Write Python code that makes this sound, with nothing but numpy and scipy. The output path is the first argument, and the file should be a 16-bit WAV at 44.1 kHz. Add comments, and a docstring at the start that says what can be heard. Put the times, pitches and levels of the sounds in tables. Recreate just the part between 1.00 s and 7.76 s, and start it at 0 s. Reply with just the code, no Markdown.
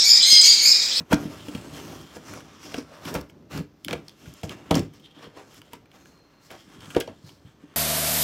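"""A small quiet room with a table: a hand works a metal knife under staples in a canvas-covered wooden frame.
Soft filtered noise makes the room air, and a faint steady sine whines above it.
Canvas and skin rub in dense noise grains through resonances of weave, knife, wood and table.
The knife ticks in noise cracks and decaying modes; frame and knife knock on the ringing table top.
A staple squeaks in narrow noise, and a short diffuse tail follows all the sounds on the table."""
import sys
import numpy as np
from scipy import signal
from scipy.fft import rfft, irfft
from scipy.io import wavfile
from scipy.ndimage import uniform_filter1d

SR = 44100
rng = np.random.default_rng(int(sys.argv[2]) if len(sys.argv) > 2 else 0)


def unload_audio(sound):
    """Save the sound as a 16-bit wav file, at the path given as the first command line argument."""
    columns = np.transpose(np.atleast_2d(sound))
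    # keep every value between -1 and 1, then stretch to whole-number steps
    steps = np.round(np.clip(columns, -1, 1) * 32767)
    wavfile.write(sys.argv[1], SR, steps.astype(np.int16))


N = 298116  # length in samples

# spectrum of the room air: (frequency [Hz], relative density [dB per Hz])
AIR_SPECTRUM = [(18, -50), (30, -5), (280, -5), (328, -6), (1160, -18.5), (1280, -19), (3060, -27),
                (6210, -28.5), (8520, -57), (14800, -34.5), (16000, -70)]
AIR_RMS_DB = -60.5  # before its gentle waver
# faint steady tone in the room: (frequency [Hz], rms level [dB])
WHINE_TONES = [(14998, -97)]
ROOM_DB, ROOM_T60_S, ROOM_HZ = -15, 0.2, 4000  # tail energy, decay, treble corner

# airy squeak as fingers draw a staple out, before its waver: (time [s], level [dB])
SQUEAK_LEVEL = [(4.8, -95), (4.9, -78), (5.17, -72), (5.45, -75), (5.52, -95)]
SQUEAK_HZ, SQUEAK_WIDTH_HZ = 4210, 180  # width of each of two passes

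# modes of table top and frame: (frequency [Hz], relative level [dB])
TABLE_MODES = [(68, -5.5), (108, 2), (152, 1), (183, -1), (215, 1.5), (248, 0), (284, 1.5), (332, -2.5),
               (388, -4), (430, -8.5), (470, 6.5), (525, 2.5), (600, -1.5), (650, 11.5), (700, 17),
               (790, 15), (880, 29), (980, 40), (1120, -13), (1245, -8)]
# knocks on the table: (time [s], peak level [dB], struck region [Hz])
KNOCK_EVENTS = [(0.001, -30.5, 215), (0.11, -20, 250), (0.122, -10.5, 487), (0.133, -5, 295),
                (0.253, -22.5, 278), (0.483, -25.5, 300), (0.549, -21.5, 290), (1.164, -28, 403),
                (1.744, -21.5, 457), (1.78, -19.5, 333), (2.056, -29, 230), (2.151, -23, 510),
                (2.156, -18.5, 155), (2.544, -27, 150), (2.573, -25.5, 250), (2.587, -27, 175),
                (2.605, -25, 292), (2.885, -34.5, 223), (2.91, -28, 231), (2.931, -17.5, 433),
                (3.272, -32, 108), (3.433, -27, 410), (3.437, -22, 140), (3.498, -31.5, 287),
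                (3.711, -9, 219), (3.744, -12, 170), (3.761, -12, 300), (3.784, -20, 300),
                (3.793, -19.5, 272), (3.814, -23, 117), (4.166, -42.5, 330), (4.246, -42, 333),
                (4.268, -34.5, 330), (4.365, -41.5, 340), (4.616, -55, 1100), (4.732, -32.5, 900),
                (4.734, -36.5, 327), (5.512, -40, 342), (5.676, -44, 200), (5.783, -41, 103),
                (5.949, -29, 330), (5.965, -6, 382), (6.077, -27, 420), (6.239, -38, 114),
                (6.29, -45.5, 754), (6.447, -38, 120), (6.634, -36.5, 280)]
# contact softness, decay at the struck pitch, distance at which modes are 6 dB weaker
KNOCK_CONTACT_MS, KNOCK_T60_S, KNOCK_OCTAVES = 0.44, 0.061, 0.52

# modes of knife body and blade: (frequency [Hz], relative level [dB])
KNIFE_MODES = [(1420, 19.5), (1640, 12), (1850, -34), (2300, 3.5), (2450, -23), (2660, -4.5), (2960, 4),
               (3250, 5), (3420, -3.5), (3900, -12), (4400, 2), (4800, 4), (5150, -5), (5480, 12),
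               (6280, -4), (7100, -44), (7980, 1), (8640, -23)]
# knife and staple ticks; ring level is before its soft onset, top end is relative to it:
# (time [s], ring level [dB], struck region [Hz], top end [dB], ring T60 at the struck region [s])
TICK_EVENTS = [(0.117, -20, 2030, -20, 0.035), (0.1271, -13, 1770, -9, 0.025),
               (0.1315, -14, 3320, -19, 0.032), (0.142, -20, 5440, -21, 0.015),
               (0.483, -34.5, 2780, -8, 0.037), (0.5486, -27.5, 2850, -13, 0.026),
               (1.1671, -37, 2110, -6, 0.04), (1.3357, -34, 2370, -2, 0.032), (1.404, -39, 2300, -8, 0.032),
               (1.7421, -21.5, 2600, -20, 0.025), (1.7826, -31.5, 4890, -21, 0.029),
               (2.0524, -29.5, 2830, -4, 0.03), (2.1407, -28, 5780, 3, 0.03),
               (2.1514, -20.5, 2340, -9, 0.031), (2.2109, -36, 4770, -0.5, 0.022),
               (2.297, -43, 2410, -11, 0.03), (2.575, -30.5, 5170, -14, 0.025),
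               (2.8468, -23.5, 3080, -1.5, 0.012), (2.8828, -17, 2450, -28, 0.0081),
               (2.9092, -20.5, 2600, -26, 0.013), (2.9294, -18.5, 2360, -32, 0.018),
               (2.933, -24, 2880, -25, 0.033), (3.082, -28, 4470, -29, 0.013),
               (3.0939, -36, 3300, -22, 0.011), (3.257, -42.5, 2180, -20, 0.085),
               (3.3384, -41, 5270, 6.5, 0.006), (3.413, -43, 3460, -3, 0.031),
               (3.4326, -27, 3050, -20, 0.014), (3.438, -36, 2380, -7, 0.031),
               (3.4934, -26.5, 3420, -24, 0.018), (3.7091, -14, 3300, -34, 0.026),
               (3.743, -16.5, 2980, -24, 0.03), (3.7525, -16.5, 5500, -24, 0.032),
               (3.779, -30, 5420, -14, 0.027), (3.793, -23.5, 5490, -18, 0.018),
               (3.936, -51.5, 2790, 2, 0.066), (3.9973, -49, 2930, -7, 0.045),
               (4.226, -43, 3310, -14, 0.05), (4.543, -43.5, 2210, 1, 0.025),
               (4.6168, -35, 2420, -15, 0.013), (4.7323, -31.5, 2770, 1.5, 0.02),
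               (4.857, -48.5, 2410, -21, 0.024), (4.9152, -44, 2730, -17, 0.017),
               (5.0563, -41, 2180, -14, 0.018), (5.5036, -37, 2650, -10, 0.042),
               (5.513, -36.5, 2260, -3, 0.03), (5.5515, -42, 2970, -18, 0.033),
               (5.79, -50, 3250, -14, 0.03), (5.805, -38, 3380, -23, 0.036),
               (5.8565, -38.5, 3700, -20, 0.021), (5.903, -34, 2520, -11, 0.066),
               (5.9482, -22, 2280, -31, 0.024), (5.9643, -24.5, 3260, -28, 0.02),
               (6.0014, -26, 8800, 2, 0.022), (6.0054, -21, 3370, -16, 0.02),
               (6.0093, -21.5, 2530, -14, 0.029), (6.0173, -31, 3420, -14, 0.021),
               (6.0224, -33, 2460, -17, 0.026), (6.0748, -36, 3580, -32, 0.034),
               (6.291, -36.5, 3160, -18, 0.033)]
TICK_RISE_S = 0.0014  # metal slips off metal over a millisecond or so
# first contact of a tick, broad and very short; level relative to the tick
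SNAP_DB, SNAP_T60_S, SNAP_HZ, SNAP_WIDTH_HZ = -4, 0.0024, 3030, 4500

# coarse weave of rubbed canvas: (frequency [Hz], width [Hz], relative level [dB])
COARSE_WEAVE = [(1120, 350, 3), (1370, 400, 0.5), (1725, 180, -1), (2040, 320, -3.5), (2336, 210, -4),
                (2767, 250, 0), (3560, 260, -6)]
# fine weave of rubbed canvas: (frequency [Hz], width [Hz], relative level [dB])
FINE_WEAVE = [(4280, 450, 4.5), (4810, 160, -6.5), (5250, 590, 5), (5780, 470, 0), (6380, 400, 0),
              (7210, 490, 0.5), (7830, 740, -2.5)]
# hiss of rubbed canvas: (frequency [Hz], width [Hz], relative level [dB])
CANVAS_HISS = [(8000, 540, 0), (9350, 730, 11), (10630, 710, 8), (11330, 500, -19), (12160, 780, 13),
               (13600, 680, -3), (14600, 2000, 7.5)]
# handle singing under a sliding hand: (frequency [Hz], width [Hz], relative level [dB])
HANDLE_HUM = [(3217, 260, 4), (3540, 195, -7)]
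# body of the wooden frame: (frequency [Hz], width [Hz], relative level [dB])
WOOD_BODY = [(350, 91, -0.5), (474.5, 53, 1.5), (586, 116, 1), (798, 136, -5.5), (995, 110, -8)]

# In the gesture tables brightness is a control that each canvas layer scales;
# hum levels come before the hum layer's own trim.
# slow sliding of blade and hands; hum, wood and rumble are relative to the scrape:
# (time [s], scrape [dB], brightness [dB], knife hum [dB], wood body [dB], table rumble [dB])
SLIDE_MOTION = [(0, -72, -5, -14, -9, 0), (0.16, -53, -1, -6, 11, 7), (0.21, -44, 0.5, -9, -1.5, 7),
                (0.4, -48, -1, -4, -3.5, -0.5), (0.68, -48, -1.5, -13.5, -7, 3.5),
                (0.96, -47, 0, -12, 1.5, 4.5), (1.1, -52.5, -2.5, -3.5, -3, -4),
                (1.48, -55, -9, -10, -6, -6), (1.66, -47, -1.5, -6, -10.5, -1.5),
                (1.9, -62, -9, -10, 3, -5), (2.2, -65, -12, -6, 7, 3), (2.33, -73.5, -2, -15, 13, 22),
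                (2.8, -71.5, -2, -12, -6, 9), (3.05, -68, -1, -2, -11, -1), (3.36, -54.5, -4, -5, -22, -15),
                (3.66, -57.5, -7.5, -11, 4.5, 6), (3.9, -64.5, -5, -4, -4, 9), (4.08, -64, -9, -8, -9, -2),
                (4.3, -74, -12, -3, 1, 9), (4.45, -57.5, 0.5, -7, -7.5, -2.5),
                (4.85, -69.5, -4.5, -14, 0.5, 5), (5.1, -62, -2.5, -20, -5, -7),
                (5.38, -68.5, -9, -18, -6, -6), (5.58, -55.5, -1, -4, -19, -9),
                (5.72, -53.5, -5, 0, -9.5, 0), (5.87, -53.5, -5, -2, -6, 3.5), (6.06, -58.5, 2, -9, 4, 6),
                (6.2, -67, 0.5, 2, -13, -7), (6.76, -62.5, -9.5, -14, -4, 5)]
# short strokes and shoves; wood and rumble are relative to the scrape:
# (time of full strength [s], rise [s], hold [s], fall [s], scrape [dB], brightness [dB],
#  wood body [dB], table rumble [dB])
STROKE_EVENTS = [(0.0, .01, 0.0022, 0.03, -42, -3, 0, -6), (0.114, 0.015, 0.025, .025, -30, -3, -2, -18),
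                 (0.557, .08, 0.0086, 0.3, -45, -2.5, 0, -0.5), (1.163, 0.053, 0.005, 0.059, -47, 3, -7, 0),
                 (1.295, 0.1, 0.03, 0.2, -41.5, -1.5, -2, -2.5),
                 (1.746, 0.11, 0.015, .18, -45.5, -2.5, -5, 0.5),
                 (1.936, 0.032, 0.016, 0.27, -50.5, -4, -11, -13),
                 (2.056, 0.064, 0.036, 0.11, -40, -2, -4.5, 3),
                 (2.153, 0.034, 0.0047, 0.062, -37.5, -5, 6, 3), (2.303, 0.032, 0, 0.017, -60.5, 8, 1, 3),
                 (2.512, 0.014, 0.072, 0.049, -38, -4, -5.5, 2), (2.853, 0.016, 0, 0.021, -57, 7, -3, 11.5),
                 (2.891, 0.013, 0.044, 0.094, -45.5, -6, 6.5, 7.5), (3.093, .05, 0, .2, -69, -5, -11, -3),
                 (3.273, 0.2, 0, 0.14, -55.5, -1, -5.5, 5), (3.438, 0.01, 0, 0.1, -49.5, 11, 10.5, 11.5),
                 (3.516, 0.078, 0.0041, 0.1, -42.5, -7, -4, -2.5),
                 (3.712, 0.005, 0, 0.041, -41, -9, 23.5, 15.5), (3.752, 0.014, 0, 0.078, -28.5, -4.5, 1, 3),
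                 (3.943, 0.039, 0.087, 0.13, -61, 1, -4, -2),
                 (4.236, 0.11, 0.0093, .085, -46, -10, -1.5, -6),
                 (4.372, 0.058, 0, 0.17, -50, -6.5, 3, -14),
                 (4.572, 0.11, 0.0099, 0.038, -52.5, -0.5, -17, -3),
                 (4.739, 0.038, 0, 0.081, -49.5, -4, -13, -6),
                 (4.949, 0.065, 0.0075, 0.4, -58.5, -3.5, -4, -3),
                 (5.072, 0.09, 0.0049, 0.08, -55.5, 3.5, -3, -5),
                 (5.458, 0.055, 0, .1, -52.5, 2.5, -20, -9),
                 (5.513, 0.034, 0.016, 0.074, -45.5, -8, -2.5, -10),
                 (5.909, 0.066, 0.0032, 0.068, -45, 0.5, -20, -13),
                 (5.967, 0.012, 0, 0.035, -38, -23, 14.5, -1), (6.087, 0.032, 0, 0.068, -58, -33, 12, 15),
                 (6.28, 0.12, 0.021, 0.21, -58.5, 3, -2, 3)]
STROKE_HUM_DB, RUMBLE_LINGERS = -19, 1.4  # hum over the scrape; factor on the fall time of the rumble
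# chirps of the knife hum as skin catches and lets go: (time [s], hold [s], hum level [dB])
CHIRP_EVENTS = [(4.022, .014, -56), (4.042, 0.016, -46.5), (4.11, .016, -54), (4.15, 0.043, -51),
                (4.241, 0.04, -50.5), (4.34, .02, -59)]
CHIRP_RISE_S, CHIRP_FALL_S = 0.012, 0.017


def undb(db):
    """Gain of a level in dB."""
    return 10 ** (np.asarray(db) / 20)


def level(x, db):
    """Scale to an rms level in dB."""
    return x * undb(db) / np.sqrt(np.mean(x ** 2))


def t60_fade(t, t60):
    """Exponential decay that falls 60 dB in t60 seconds."""
    return 1000.0 ** (-t / t60)


def bands(x, peaks):
    """Parallel resonances (Hz, width in Hz, dB) with alternating polarity."""
    total = 0
    for k, (hz, width, db) in enumerate(peaks):
        b, a = signal.iirpeak(hz, hz / width, SR)
        total = total + (-1) ** k * undb(db) * signal.lfilter(b, a, x)
    return total


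def walk(rate):
    """Smooth random wander: bounded random levels, rate of them per second, averaged twice."""
    hold = int(SR / rate)
    steps = np.clip(rng.standard_normal(N // hold + 1), -1.6, 1.6)
    smooth = uniform_filter1d(np.repeat(steps, hold), hold)
    return 1.4 * uniform_filter1d(smooth, hold)[:N]


def add(out, s, x):
    """Mix a short sound in at a time in seconds."""
    i = int(s * SR)
    out[i:i + len(x)] += x[:N - i]


def ring(modes, centre_hz, octaves, t60):
    """One blow: modes near the struck region are favoured, higher ones die sooner; peak 1."""
    hz, db = np.transpose(modes)[:, :, None]
    size, tune = rng.standard_normal((2, len(modes), 1))
    t = np.arange(int(0.3 * SR)) / SR
    distance = np.log2(hz / centre_hz) / octaves
    gain = np.sign(tune) * undb(db + 3 * size - 6 * distance ** 2)
    fade = t60_fade(t * np.sqrt(hz / centre_hz), t60)
    # each blow detunes its modes slightly
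    tones = np.sin(2 * np.pi * hz * (1 + 0.015 * tune) * t)
    x = np.sum(gain * fade * tones, axis=0)
    return x / np.max(np.abs(x))


def floor():
    """Quiet room air: noise shaped by a smooth spectrum, gently wavering."""
    hz, db = np.transpose(AIR_SPECTRUM)
    f = np.arange(N // 2 + 1) * SR / N + 1  # 1 Hz offset avoids log of zero
    colour = undb(np.interp(np.log(f), np.log(hz), db))
    air = irfft(rfft(rng.standard_normal(N)) * colour, N)
    return level(air, AIR_RMS_DB) * undb(0.6 * walk(3.13))


def whine():
    """A thin steady electrical tone, made from a sine."""
    t = np.arange(N) / SR
    return sum(np.sqrt(2) * undb(db) * np.sin(2 * np.pi * hz * t) for hz, db in WHINE_TONES)


def room(x):
    """Diffuse tail of decaying noise that swells in over 8 ms, dull at the top."""
    t = np.arange(int(0.5 * SR)) / SR
    tail = rng.standard_normal(len(t)) * np.minimum(t / 0.008, 1) * t60_fade(t, ROOM_T60_S)
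    tail = signal.lfilter(*signal.butter(1, ROOM_HZ, fs=SR), tail)
    tail *= undb(ROOM_DB) / np.sqrt(np.sum(tail ** 2))
    return signal.fftconvolve(x, tail)[:N]


def squeak():
    """Staple squeak: noise through one narrow resonance, applied twice, with a wavering level."""
    peak = [(SQUEAK_HZ, SQUEAK_WIDTH_HZ, 0)]
    airy = bands(bands(rng.standard_normal(N), peak), peak)
    s, db = np.transpose(SQUEAK_LEVEL)
    envelope_db = np.interp(np.arange(N) / SR, s, db)
    return level(airy, 0) * undb(envelope_db + 1.5 * walk(18))


def knocks():
    """Blows into the table's modes, softened by the length of the contact."""
    out = np.zeros(N)
    width = KNOCK_CONTACT_MS * SR / 1000
    push = np.exp(-((np.arange(300) - 2.5 * width) / width) ** 2)
    for s, db, hz in KNOCK_EVENTS:
        blow = np.convolve(ring(TABLE_MODES, hz, KNOCK_OCTAVES, KNOCK_T60_S), push)
        add(out, s, undb(db) * blow / np.max(np.abs(blow)))
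    return out


def ticks():
    """Metal contact: the ring of the knife, a short crack of noise, its sharp top end and a snap."""
    out, t = np.zeros(N), np.arange(1500) / SR
    top = signal.butter(2, 7500, "high", fs=SR, output="sos")
    for s, db, hz, top_db, t60 in TICK_EVENTS:
        tone = ring(KNIFE_MODES, hz, 0.45, t60)
        onset = np.minimum(np.arange(len(tone)) / SR / TICK_RISE_S, 1)
        add(out, s, undb(db) * tone * onset)
        crack_noise, edge_noise = rng.standard_normal((2, len(t)))
        fade = np.minimum(t / TICK_RISE_S, 1) * t60_fade(t, 0.7 * t60)
        crack = bands(crack_noise * fade, [(hz, 0.5 * hz, 0)])
        add(out, s, undb(db - 3.0) * crack / np.max(np.abs(crack)))
        edge = signal.sosfilt(top, edge_noise * fade)
        add(out, s, undb(db + top_db) * edge / np.max(np.abs(edge)))
        # the snap shares its noise with the top end
        snap = bands(edge_noise * t60_fade(t, SNAP_T60_S), [(SNAP_HZ, SNAP_WIDTH_HZ, 0)])
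        add(out, s, undb(db + SNAP_DB) * snap)
    return out


def grains(per_s, spread_db, bed):
    """Strength of fibre slips: random spikes of unequal size over a smooth bed; rms 1."""
    size = undb(spread_db * np.minimum(rng.exponential(size=N), 4))
    spikes = (rng.random(N) < per_s / SR) * size
    return level(level(spikes, 0) + bed, 0)


def weave(slips, peaks, drift_db):
    """Patches of cloth slip together, each resonance swelling and fading alone; rms 1."""
    total = np.zeros(N)
    for peak in peaks:
        swell = undb(drift_db * walk(5.134))
        total += swell * bands(slips * rng.standard_normal(N), [peak])
    return level(total, 0)


def stroke(t, s, rise_s, hold_s, fall_s):
    """Power of one stroke: up 20 dB in the rise, steady, down 20 dB in the fall."""
    early = np.maximum(s - t, 0)
    late = np.maximum(t - s - hold_s, 0)
    return 100.0 ** -(early / rise_s + late / fall_s)


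def contact():
    """Add slide and strokes in power: brightness in dB, then gains of scrape, hum, wood and rumble."""
    t = np.arange(0, N + 44, 44) / SR  # about one point per millisecond
    s, *columns = np.transpose(SLIDE_MOTION)
    scrape_db, bright_db, *over_db = (np.interp(t, s, c) for c in columns)
    power = undb(scrape_db + np.array([0 * t, *over_db])) ** 2
    # brightness is averaged by scrape power, so the stronger gesture dominates
    bright = power[0] * bright_db
    for s, rise, hold, fall, db, bright_db, wood_db, rumble_db in STROKE_EVENTS:
        shape = stroke(t, s, rise, hold, fall)
        rumble_shape = stroke(t, s, rise, hold, fall * RUMBLE_LINGERS)
        shapes = np.array([shape, shape, shape, rumble_shape])
        layer_db = db + np.array([[0], [STROKE_HUM_DB], [wood_db], [rumble_db]])
        power += undb(layer_db) ** 2 * shapes
        bright += undb(db) ** 2 * shape * bright_db
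    for s, hold, db in CHIRP_EVENTS:
        power[1] += undb(db) ** 2 * stroke(t, s, CHIRP_RISE_S, hold, CHIRP_FALL_S)
    curves = (bright / power[0], *np.sqrt(power))
    return [np.interp(np.arange(N) / SR, t, c) for c in curves]


def rubbing():
    """Canvas and skin slip in grains that excite weave, hiss, knife hum, wood body and table rumble."""
    bright_db, scrape_gain, hum_gain, wood_gain, rumble_gain = contact()
    slips = grains(per_s=2500, spread_db=2.5, bed=1.0) * undb(2.5 * walk(30))
    # brightness lifts fine weave and hiss and lowers the coarse weave
    coarse = weave(slips, COARSE_WEAVE, drift_db=2.0) * undb(-4.5 - 0.37 * bright_db)
    fine = weave(slips, FINE_WEAVE, drift_db=3.5) * undb(-4 + 1.15 * bright_db)
    hiss = weave(slips, CANVAS_HISS, drift_db=-3.0) * undb(-12.5 + 1.23 * bright_db)
    scrape = scrape_gain * (coarse + fine + hiss)
    hum = hum_gain * weave(slips, HANDLE_HUM, drift_db=1.5) * undb(-3 + 4 * walk(25))
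    wood = wood_gain * weave(slips, WOOD_BODY, drift_db=2) * undb(2 * walk(20))
    jolts = grains(per_s=630, spread_db=2.0, bed=0.64) * rng.standard_normal(N) * rumble_gain
    # the table keeps ringing after each jolt, in its ten lowest modes
    table = [(hz, 1.4 * np.sqrt(hz), db) for hz, db in TABLE_MODES[:10]]
    # rms response to plain noise, so that the rumble gain sets the level
    unit = np.sqrt(np.mean(bands(rng.standard_normal(SR), table) ** 2))
    rumble = bands(jolts, table) / unit
    return scrape + hum + wood + rumble


def scene():
    """Everything on the table with its room tail, over the air and the whine."""
    near = rubbing() + ticks() + knocks() + squeak()
    return (near + room(near) + floor() + whine())[None]


def record(dry):
    """A nearby phone trims the deepest bass and cuts the top steeply."""
    low_cut = signal.butter(4, 48, "high", fs=SR, output="sos")
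    top_cut = signal.ellip(10, 0.2, 60, 15850, fs=SR, output="sos")
    return signal.sosfilt(top_cut, signal.sosfilt(low_cut, dry))


dry = scene()
out = record(dry)
unload_audio(out)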